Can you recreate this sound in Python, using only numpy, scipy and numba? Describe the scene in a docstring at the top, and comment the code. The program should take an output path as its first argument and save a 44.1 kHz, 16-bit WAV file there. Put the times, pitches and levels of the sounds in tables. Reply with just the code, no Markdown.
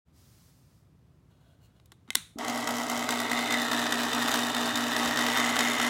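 """A sleeve rustles faintly over low room rumble, indoors at a counter. Close to the hand-held microphone,
the plastic lever of a small electric can opener slides, squeaks and snaps home, and a mains induction
motor starts. Its pulsing torque rattles the unloaded gears in the plastic housing; the rotor slips
behind the mains, so about five times a second the hum sags and the teeth knock in a volley. The
microphone moves in on the front of the opener, with a few dull handling thuds."""
import sys
import numpy as np
from scipy import signal
from scipy.fft import rfft, irfft
from scipy.io import wavfile
from scipy.ndimage import map_coordinates
from numba import njit

SR = 44100
rng = np.random.default_rng(int(sys.argv[2]) if len(sys.argv) > 2 else 0)


def wrap_up_sound(samples):
    """Save the sound to the file named by the first command line argument, as 16-bit audio."""
    columns = np.atleast_2d(samples).T
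    # keep every value between -1 and 1, then stretch to whole-number steps
    tamed = np.clip(columns, -1, 1)
    steps = np.round(tamed * 32767).astype(np.int16)
    wavfile.write(sys.argv[1], SR, steps)


N = 259749
T = np.arange(N) / SR

MAINS_HZ, ROTOR_HZ, BEAT_AT_S = 60, 57.6, 2.671
MOTOR_ON_S, SPIN_UP_S, GEARS_ON_S = 2.359, 0.038, 2.39

# Smooth spectra. Each row: frequency in Hz, relative level in dB.
AIR_COLOUR = [(15, -89), (25, -56), (55, -8), (108, -4.5), (149, -7), (212, -16.5), (242, -16),
              (545, -28.5), (641, -29), (911, -32.5), (1330, -33), (1440, -37), (16000, -53)]  # low rumble of the room
ROOM_COLOUR = [(100, 0.5), (500, -3), (2000, -4), (3000, -4), (3800, -10), (4800, 3), (6000, -12),
               (10000, 6.5), (16000, -10)]  # reflections from the walls
SLEEVE_COLOUR = [(200, -23), (1000, -2.5), (2800, -6), (5000, 0), (8000, -3.5), (16000, -7)]
SCUFF_COLOUR = [(60, -22), (150, -6), (330, 2), (520, 4), (700, -7), (950, 0), (1500, -15), (4000, -31)]
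SQUEAK_COLOUR = [(500, -25), (1400, -14), (2800, -1), (4200, -2), (5700, -10), (7000, -3), (9000, -10),
                 (13000, -10), (15300, -7)]
LEVER_COLOUR = [(100, -22), (350, 8), (1000, 4), (8000, -1.5), (10000, 0), (12000, -4), (16000, -5)]
WASH_COLOUR = [(100, -7), (600, -8), (1500, 4), (2800, 4), (3800, 8.5), (4800, 2), (7000, 1), (9500, 3.5),
               (12000, -6), (16000, -13)]  # wash after a snap
MESH_FORCE = [(30, -52), (60, -64), (150, -9), (200, -9.5), (250, -1), (350, -3.5), (520, -7), (700, -3),
              (1600, -0.5), (2400, -6), (4400, -11), (7500, -15.5), (10000, -24.5), (16000, -39)]  # rolling teeth
KNOCK_FORCE = [(60, -29), (250, -9.5), (600, -3), (1500, 9), (2400, 0.5), (4400, 1.5), (7500, 1),
               (9500, -6), (16000, -13.5)]  # knocking teeth

# Resonances and, with negative lift, gaps. Each row: centre in Hz, width in Hz, lift in dB.
PIVOT_PEAKS = [(623, 320, 16), (950, 160, 9), (1510, 260, 16), (2900, 340, 12), (3350, 200, 15),
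               (3800, 180, 11.5), (4200, 220, 13), (6900, 900, 4)]  # lever sliding
CRACK_PEAKS = [(560, 130, -22), (1100, 140, 6.5), (1520, 260, 3), (2090, 170, 6.5), (2520, 270, -7),
               (2970, 150, 6), (3830, 440, 9), (5070, 600, 1), (5570, 360, -3), (6300, 300, -4),
               (7300, 800, 4)]  # lever cracking
WASH_PEAKS = [(2020, 200, 3), (3640, 220, 7.5), (4000, 240, 4), (4900, 350, -11), (6500, 400, 4),
              (8700, 500, 3)]
HOUSING_PEAKS = [(257, 30, 5.5), (292, 47, 11.5), (409, 50, 7.5), (460, 38, 10.5), (623, 116, 11),
                 (777, 98, 8), (926, 105, 8), (1121, 80, 6.5), (1287, 132, 6), (1450, 78, -0.5),
                 (1800, 130, -0.5), (2350, 83, -2.5), (2520, 170, 4.5), (3680, 180, 3), (4600, 210, -3),
                 (4820, 220, 2.5), (5380, 150, 1), (6140, 200, 3.5), (6500, 150, -4), (7120, 410, 2),
                 (8040, 350, 4), (9600, 830, -3.5), (9650, 200, 7.5), (10900, 140, 5), (11800, 950, 4.5),
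                 (14350, 1900, 6.5)]

# Rubs. Each row: start in seconds, length in seconds, level in dB.
SLEEVE_STROKES = [(0.12, 0.38, -65.5), (0.52, 0.27, -73.5)]  # the arm reaches out
PIVOT_STROKES = [(1.295, 0.02, -71.5), (1.4, 0.096, -72), (1.6, 0.05, -83), (1.68, 0.084, -76.5)]  # lever on its pivot
SCUFF_STROKES = [(5.035, 0.033, -34.5)]  # housing on the counter

# Thuds of the housing on the counter and of the hand on the microphone.
# Each row: start in seconds, level in dB, first pitch in Hz, final pitch in Hz, t60 in seconds.
THUDS = [(1.922, -55, 385, 330, .05), (2.085, -45, 254, 230, 0.092), (2.162, -42, 343, 150, 0.22),
         (2.358, -31.5, 285, 246, 0.059), (4.73, -45, 108.5, 95, .15), (5.046, -41, 170, 130, 0.12),
         (5.068, -40, 80, 55, 0.1), (5.145, -40, 147, 132, 0.15), (5.779, -46, 90, 80, .15)]

# Lever contacts. Each row: start in seconds, relative crack level in dB, crack centre in Hz,
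# crack t60 in seconds, ring of the lever in dB, ring of the latch in dB.
LEVER_CONTACTS = [(1.799, -53, 3300, 0.012, -59, -74), (1.858, -48, 11000, 0.023, -70, -77),
                  (1.919, -42, 1700, 0.029, -46, -58), (1.92, -44, 13000, 0.018, -70, -75),
                  (2.078, -52, 550, .04, -78, -90), (2.087, -53, 600, 0.057, -70, -80),
                  (2.1045, -24.5, 7500, 0.011, -15, -40), (2.1312, -50, 9000, .012, -34, -64),
                  (2.15, -23, 7800, 0.043, -41, -32), (2.154, -0.5, 9000, 0.0055, -33, -17),
                  (2.1546, -17, 5500, 0.015, -33, -30)]
# Modes of lever and latch. Each row: frequency in Hz, relative level in dB, t60 in seconds.
LEVER_MODES = [(794, -34, 0.06), (1090, -39, 0.036), (1530, -25, 0.034), (2090, -13, 0.036),
               (2620, -14, 0.012), (3000, -30, 0.064), (3200, -12, 0.0083), (3750, -14, 0.012),
               (6540, -17.5, .011), (7900, -19, 0.013)]
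LATCH_MODES = [(1070, -14.5, 0.016), (1500, -11.5, 0.02), (1950, -13, .014), (3580, -0.5, 0.014),
               (5620, -0.5, .012), (7300, -1, 0.007), (9200, -3, 0.0076), (10560, -7, .009)]

# Stator tones. Each row: multiple of the mains, added multiple of the rotor speed,
# relative level in dB, share that throbs from 0 to 1.
HUM_TONES = [(1, 0, -64.5, 0), (2, 0, -54, 0), (2, 1, -60, 0.2), (4, 0, -34, 0.69), (4, 1, -50.5, 0),
             (6, 1, -55, 0.7), (10, 0, -53, 0), (12, 0, -50, 0.5)]
# Hard knocks of the teeth, mostly in volleys at the slip beats, one rotor turn apart.
# Each row: start in seconds, relative level in dB, treble gain in dB.
CLACKS = [(2.386, -20.5, 1.5), (2.4477, -18, -1), (2.4813, -11.5, -1), (2.4984, -15, -1.5),
          (2.5762, -22.5, 5), (2.674, -9, -4.5), (2.6902, -17, 0), (2.707, -14, 1.5), (2.768, -21.5, 4),
          (2.7836, -20, 3.5), (2.8985, -15, 5), (2.9157, -16.5, 2), (2.975, -18.5, 2), (2.9931, -18, 3),
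          (3.09, -10.5, -2), (3.107, -13, 3.5), (3.1243, -12.5, -5), (3.2017, -18, 6), (3.3149, -11.5, 1),
          (3.3319, -18, 0), (3.3893, -16, -3), (3.508, -15, -1), (3.524, -13, 2), (3.5411, -11.5, -4.5),
          (3.6178, -24.5, 12.5), (3.7156, -12.5, -3), (3.7321, -11.5, -0.5), (3.7933, -14.5, -3),
          (3.8654, -10, -6), (3.9233, -9, -0.5), (3.9407, -16, 1), (4.0347, -19.5, 2), (4.0522, -21, 2),
          (4.1313, -12.5, -2), (4.1486, -14, 1.5), (4.2204, -14, -3), (4.2262, -13.5, 0), (4.2819, -9.5, 1),
          (4.315, -14.5, 4), (4.3405, -9, -0.5), (4.357, -14, 4), (4.3908, -15, 2.5), (4.4356, -22, 7),
          (4.469, -22, 7), (4.5474, -17, 4), (4.566, -14, 1), (4.656, -17, 0), (4.757, -11, 0),
          (4.7741, -12, 0), (4.782, -15.5, -2), (4.9649, -12.5, 1.5), (4.9906, -21, 6), (5.0592, -16, -2),
          (5.0772, -17, 1), (5.1733, -10, -1.5), (5.191, -11.5, 0), (5.2089, -12.5, -1), (5.265, -12.5, 1),
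          (5.2848, -13.5, -2), (5.357, -10, -12), (5.3655, -13, -7), (5.3728, -7.5, -2), (5.383, -12, -4),
          (5.4, -10, -2), (5.4933, -15.5, -3), (5.5578, -16, 0), (5.5654, -9, -3), (5.5905, -8.5, 1.5),
          (5.6068, -8, -4), (5.7992, -8, -9), (5.8148, -15, -2), (5.8261, -20, 4), (5.8658, -16.5, -1)]

# Parts that ring with the gears. Each row: centre in Hz, width in Hz, relative level in dB.
CUTTER_MODES = [(2970, 170, -6), (3617, 146, 0.5)]
BRACKET_MODES = [(3920, 52, 0)]  # holds the cutter
WHEEL_MODES = [(3095, 190, 4.5), (5520, 190, -3.5), (6650, 260, -0.5), (10400, 570, -4)]  # toothed feed wheel
CAVITY_MODES = [(706, 130, 0)]  # air in the housing
# The microphone comes down in front of the opener. Each row: time in seconds, gain from nearness in dB,
# then the ring of cutter, bracket, wheel and cavity, each in dB.
MIC_APPROACH = [(2.5, 0, -21, -12, -3, -3), (3.0, 0, 2, -1, -4, -4), (3.45, 1.24, 12, 11, -30, -3),
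                (4.0, 3, 8.5, 6, -9, -36), (4.9, 2.5, 9.5, 1, -8, -36), (5.25, 4, 9.5, -11, -0.5, -15),
                (5.85, 3.5, 5, -8, 4, -18)]
# Front panel resonance, moving under the hand, with a hollow on each side. Each row: time in seconds,
# centre in Hz, relative lift in dB, upper hollow in Hz, upper and lower hollow depths from 0 to 1.
PANEL_PATH = [(2.8, 1994, 10, 2450, 0.86, 0.7), (3.3, 2030, 16, 2370, 0.3, 1),
              (3.46, 2050, 17.5, 2350, .45, 0.7), (3.54, 2010, 19.5, 2360, 0.5, 0),
              (3.59, 2000, 13, 2320, 0.6, .05), (3.7, 1880, 13.5, 2250, 0.6, .02),
              (4.0, 1850, 10, 2090, 0.45, .02), (4.45, 1880, 9.5, 2100, 0.3, .02),
              (4.95, 1930, 11.5, 2250, .4, .02), (5.4, 1970, 14.5, 2320, 0, 0.17),
              (5.87, 2040, 15.5, 2380, .1, .02)]


def undb(db):
    """Decibels to gain."""
    return 10 ** (np.asarray(db) / 20)


def unit(x):
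    """Scale to rms 1."""
    return x / np.sqrt(np.mean(x ** 2))


def fade(t, t60):
    """Exponential decay by 60 dB in t60 seconds."""
    return np.exp(-np.log(1000) * t / t60)


def curve(rows):
    """Each value column of a timed table, at every sample."""
    times, *columns = np.transpose(rows)
    return [np.interp(T, times, column) for column in columns]


def waver(rate_hz):
    """Random drift between knots with a spread of 1."""
    knots = rng.standard_normal(256)
    return np.interp(T * rate_hz, np.arange(len(knots)), knots)


def highpass(x, hz, order=2):
    """Cut the bass below hz."""
    return signal.sosfilt(signal.butter(order, hz, "high", fs=SR, output="sos"), x)


def colour(x, points, peaks=(), size=8192):
    """Causal filter from a smooth spectrum with resonant peaks on it."""
    freqs = np.maximum(np.arange(size // 2 + 1) * SR / size, 1)
    hz, db = np.transpose(points)
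    smooth_db = np.interp(np.log(freqs), np.log(hz), db)
    peak_db = sum(lift / (1 + (2 * (freqs - centre) / width) ** 2) for centre, width, lift in peaks)
    cepstrum = irfft(np.log(undb(smooth_db + peak_db)))
    cepstrum[1:size // 2] *= 2  # fold to minimum phase
    cepstrum[size // 2 + 1:] = 0
    return signal.fftconvolve(x, irfft(np.exp(rfft(cepstrum))))[:len(x)]


def noise(points, peaks=()):
    """Coloured noise at rms 1."""
    return unit(colour(rng.standard_normal(N), points, peaks))


@njit
def resonate(x, hz, width_hz):
    """State-variable band-pass whose centre may move."""
    y, band_state, low_state = np.empty(len(x)), 0., 0.
    for i in range(len(x)):
        gain, damping = np.tan(np.pi * hz[i] / SR), width_hz / hz[i]
        band = (band_state + gain * (x[i] - low_state)) / (1 + gain * (gain + damping))
        band_state = 2 * band - band_state
        low_state += 2 * gain * band
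        y[i] = damping * band
    return y


def bandpass(x, hz, width_hz):
    """A resonance that stays at one pitch."""
    return resonate(x, np.full(len(x), float(hz)), float(width_hz))


def place(times, sounds):
    """Sum short sounds (rows) onto the time line."""
    at = (np.asarray(times) * SR).astype(int)[:, None] + np.arange(sounds.shape[1])
    return np.bincount(np.maximum(at, 0).ravel(), sounds.ravel(), N)[:N]


def impacts(times, strengths, t60, size=400):
    """Each impact is a burst of micro-contacts that dies within milliseconds."""
    bursts = rng.standard_normal((len(times), size)) * fade(T[:size], t60)
    return place(times, bursts * (strengths / np.linalg.norm(bursts, axis=1))[:, None])


def ring(modes, t):
    """Sound radiated by struck modes."""
    return sum(undb(db) * np.cos(2 * np.pi * hz * t + rng.uniform(0, 2 * np.pi)) * fade(t, t60)
               for hz, db, t60 in modes)


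def strokes(rows, attack_s, release_t60):
    """Level of a series of rubs: each one rises, holds and dies away."""
    return sum(undb(db) * np.clip((T - start) / attack_s, 0, 1)
               * fade(np.maximum(T - start - length, 0), release_t60) for start, length, db in rows)


def room_tone(level_db=-60):
    """Low, steady rumble of the air indoors."""
    return undb(level_db) * noise(AIR_COLOUR)


def room_reflections(x, wet_db=-11, gap_s=0.0095, t60=0.16, size=22050):
    """The walls of a small room answer after a short gap."""
    t = T[:size]
    tail = rng.standard_normal(size) * fade(t, t60) * (t > gap_s)
    return undb(wet_db) * colour(signal.fftconvolve(x, tail / np.linalg.norm(tail))[:N], ROOM_COLOUR)


def snap_wash(x, wet_db=-12.5, gap_s=0.012, t60=0.36, early_db=7.0, early_t60=0.12, size=22050):
    """A snap comes back, first from near walls, as a smooth wash that follows its crack's energy."""
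    t = T[:size]
    decay = (fade(t, t60) ** 2 + (undb(early_db) * fade(t, early_t60)) ** 2) * (t > gap_s)
    energy = signal.fftconvolve(highpass(x, hz=5000) ** 2, decay / decay.sum())[:N]
    return undb(wet_db) * np.sqrt(np.maximum(energy, 0)) * noise(WASH_COLOUR, WASH_PEAKS)


def counter_bounce(x, bounce_db=-12, lag_s=0.00128, sway_s=.00008):
    """The counter mirrors the treble; as the microphone sways, the path and metallic colour change."""
    delayed_s = T - lag_s - sway_s * waver(3.05)
    return undb(bounce_db) * map_coordinates(highpass(x, hz=4200), [delayed_s * SR])


def sleeve():
    """Cloth slides softly as the arm reaches out."""
    return strokes(SLEEVE_STROKES, attack_s=0.065, release_t60=0.38) * noise(SLEEVE_COLOUR)


def thuds(size=9000, settle_t60=0.12, rise_t60=0.0083):
    """Soft, low thuds that sink in pitch as the contact relaxes."""
    t, sounds = T[:size], []
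    for _, db, start_hz, final_hz, t60 in THUDS:
        hz = final_hz + (start_hz - final_hz) * fade(t, settle_t60)
        envelope = undb(db) * fade(t, t60) * (1 - fade(t, rise_t60))
        sounds.append(envelope * np.sin(2 * np.pi * np.cumsum(hz) / SR))
    return place([row[0] for row in THUDS], np.array(sounds))


def scuff(grit_db=4):
    """The opener's feet judder over the counter: a short, rough, low rub."""
    grit = rng.standard_normal(N) * undb(grit_db * waver(40))
    return strokes(SCUFF_STROKES, attack_s=.012, release_t60=0.074) * unit(colour(grit, SCUFF_COLOUR))


def pivot_squeak(at_s=1.65, half_width_s=.032, slip_hz=1420, level_db=-68.5, jitter=.05, scatter_db=3):
    """The pivot sticks and slips fast and unevenly, swelling and fading in a moment."""
    count = 400
    chance = rng.standard_normal((count, 2))
    times = at_s + (np.cumsum(1 + jitter * chance[:, 0]) - count / 2) / slip_hz
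    slips = colour(place(times, undb(scatter_db * chance[:, 1:])), SQUEAK_COLOUR)
    slips = unit(slips) * np.sqrt(count / slip_hz / T[-1])  # rms 1 while they last
    return undb(level_db) * slips * np.exp(-((T - at_s) / half_width_s) ** 2)


def lever(grip_db=3, size=8000):
    """The lever slides, ticks, catches and snaps home: each contact cracks and rings lever and latch."""
    t, cracks = T[:size], []
    for _, crack_db, hz, t60, *_ in LEVER_CONTACTS:
        grit = bandpass(rng.choice([-1., 1.], size), hz, width_hz=2 * hz)
        cracks.append(undb(crack_db) / 2 * unit(grit) * fade(t, t60))
    times, *_, lever_db, latch_db = np.transpose(LEVER_CONTACTS)
    cracking = colour(place(times, np.array(cracks)), LEVER_COLOUR, CRACK_PEAKS)
    rings = undb(lever_db)[:, None] * ring(LEVER_MODES, t)
    rings += undb(latch_db)[:, None] * ring(LATCH_MODES, t)
    rub = undb(grip_db * waver(35.06)) * strokes(PIVOT_STROKES, attack_s=0.015, release_t60=0.57)
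    return cracking + place(times, rings) + rub * noise(LEVER_COLOUR, PIVOT_PEAKS)


def spin():
    """Share of full speed, 0-1: a jolt at switch-on, then a short run-up."""
    return np.sqrt(np.clip((T - MOTOR_ON_S) / SPIN_UP_S, 0, 1))


def slip_beat(t):
    """Phase 0-1 of the slip beat: the rotor falls one pole behind the field."""
    return (t - BEAT_AT_S) * 2 * (MAINS_HZ - ROTOR_HZ) % 1


def stator_hum(gain_db=-2, near_share=0.52, dip_width=0.17, dip_at=0.92, build_s=0.14, start_share=0.55):
    """Magnetic hum at mains multiples, with rotor side tones; it builds up and sags each slip beat."""
    from_dip = (slip_beat(T) - dip_at + .5) % 1 - .5
    dip = np.exp(-(from_dip / dip_width) ** 2)
    build = 1 - (1 - start_share) * np.exp(-np.maximum(T - MOTOR_ON_S, 0) / build_s)
    tones = np.zeros(N)
    for harmonic, turns, db, throb in HUM_TONES:
        hz = harmonic * MAINS_HZ + turns * ROTOR_HZ
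        tone = np.sqrt(2) * np.sin(2 * np.pi * hz * T + rng.uniform(0, 2 * np.pi))
        tones += undb(db) * (1 - throb * dip) * tone
    # the hum spreads through the counter, so it gains only a share of the nearness
    near_db = near_share * curve(MIC_APPROACH)[0]
    return spin() * undb(gain_db + near_db) * build * tones


def gear_mesh(teeth=12, scatter_db=3.0, jitter_s=.0001, slide_db=2, pulsing=0.055, throb_db=1.5):
    """Pinion teeth roll into a worn gear: taps that repeat each gear turn, with sliding noise."""
    tooth = np.arange(int(N / SR * ROTOR_HZ * teeth))
    gear_teeth = teeth * teeth
    spacing = rng.uniform(-1.7, 1.7, (2, gear_teeth))[1, tooth % gear_teeth]
    timing, strength = rng.standard_normal((len(tooth), 2)).T
    times = (tooth + .3 * spacing) / (ROTOR_HZ * teeth) + jitter_s * timing
    # every tooth has its own short scrape, the same on each turn
    scrapes = rng.standard_normal((gear_teeth, 256)) * fade(T[:256], t60=0.0054)
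    taps = place(times, scrapes[tooth % gear_teeth] * undb(scatter_db * strength)[:, None])
    sliding = undb(slide_db) * rng.standard_normal(N)
    torque = 1 + pulsing * np.cos(4 * np.pi * MAINS_HZ * T) * np.cos(2 * np.pi * ROTOR_HZ * T) ** 2
    force = (unit(taps) + sliding) * torque * undb(-throb_db * slip_beat(T))
    return unit(colour(force, MESH_FORCE, HOUSING_PEAKS))


def gear_rattle(pull_db=4.5, oval_db=5.5, scatter_db=6.5, throb_db=4, jitter_s=.0007, swing_s=.0007):
    """Each torque pulse throws the teeth across their backlash and back."""
    pulse = np.arange(int(N / SR * 2 * MAINS_HZ))
    times = np.concatenate([pulse + .2, pulse + .85]) / (2 * MAINS_HZ)
    timing, strength = rng.uniform(-1, 1, (len(times), 2)).T
    angle = 2 * np.pi * ROTOR_HZ * (times - BEAT_AT_S)
    # magnetic pull on the off-centre rotor makes some throws harder and earlier
    pull = np.cos(4 * np.pi * MAINS_HZ * (times - BEAT_AT_S) - angle - np.pi / 3)
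    db = pull_db * pull + oval_db * np.cos(2 * angle) - throb_db * slip_beat(times)
    db = np.minimum(db + scatter_db * strength, 6)  # the backlash limits the throw
    throws = impacts(times + jitter_s * timing - swing_s * pull, undb(db), t60=0.013)
    return unit(colour(throws, KNOCK_FORCE, HOUSING_PEAKS))


def gear_clacks(gain_db=6.0, treble_hz=4500):
    """Teeth slam the housing, too briefly to move its bass; an edge-on contact ticks more sharply."""
    times, db, treble_db = np.transpose(CLACKS)
    slams = impacts(times, undb(db), t60=0.022, size=700)
    knocks = highpass(colour(slams, KNOCK_FORCE, HOUSING_PEAKS), hz=620)
    treble = signal.sosfiltfilt(signal.butter(2, treble_hz, "high", fs=SR, output="sos"), knocks)
    latest = np.maximum(np.searchsorted(times, T, side="right") - 1, 0)
    return undb(gain_db) * (knocks + (undb(treble_db)[latest] - 1) * treble)


def opener_body(gears, panel_db=-3.0, panel_waver=0.02):
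    """The gears ring cutter, bracket, wheel, cavity and the front panel, which lies between hollows."""
    _, *parts_db = curve(MIC_APPROACH)
    panel_hz, lift_db, upper_hz, upper_depth, lower_depth = curve(PANEL_PATH)
    panel_hz = panel_hz * (1 + panel_waver * waver(12))
    body = gears + undb(panel_db + lift_db) * resonate(gears, panel_hz, width_hz=180.)
    for part_db, modes in zip(parts_db, (CUTTER_MODES, BRACKET_MODES, WHEEL_MODES, CAVITY_MODES)):
        body += undb(part_db) * sum(undb(db) * bandpass(gears, hz, width) for hz, width, db in modes)
    body -= upper_depth * resonate(body, upper_hz, width_hz=240.)
    return body - lower_depth * bandpass(body, hz=1730, width_hz=200)


def gear_train(mesh_db=-36, rattle_db=-40.5, loosen_s=0.088, rough_at_s=4.327, rough_width_s=0.041):
    """The mesh swells as the rotor spins up; the rattle builds as the teeth shake loose."""
    near_db = curve(MIC_APPROACH)[0]
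    rough = np.exp(-((T - rough_at_s) / rough_width_s) ** 2)  # the gears run rougher for a moment
    rolling = spin() ** 3 * undb(mesh_db + near_db + 2 * rough) * gear_mesh()
    # slow teeth only rumble; the rasp comes with speed
    rumble = signal.sosfilt(signal.butter(3, 900, fs=SR, output="sos"), rolling)
    rasp = spin() ** 6 * (rolling - rumble)
    looseness = 1 - np.exp(-np.maximum(T - GEARS_ON_S, 0) / loosen_s)
    rattling = looseness * undb(rattle_db + near_db + 5.5 * rough) * gear_rattle()
    return rumble + rasp + rattling + gear_clacks()


def scene():
    """One microphone close to the opener; the hum reaches it straight from housing and counter."""
    clicks = lever()
    gears = opener_body(gear_train())
    gears += counter_bounce(gears)
    opener = clicks + gears + stator_hum()
    reflections = snap_wash(clicks) + room_reflections(gears)
    handling = pivot_squeak() + thuds() + scuff()
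    return (opener + reflections + handling + room_tone() + sleeve())[None]


def record(dry, top_hz=16000):
    """The microphone fades in, drops the deepest bass and cuts the top."""
    faded_in = dry * np.clip((T - .05) / 0.031, 0, 1)
    top_cut = signal.ellip(8, .2, 80, top_hz, fs=SR, output="sos")
    return signal.sosfilt(top_cut, highpass(faded_in, hz=45, order=3))


dry = scene()
out = record(dry)
wrap_up_sound(out)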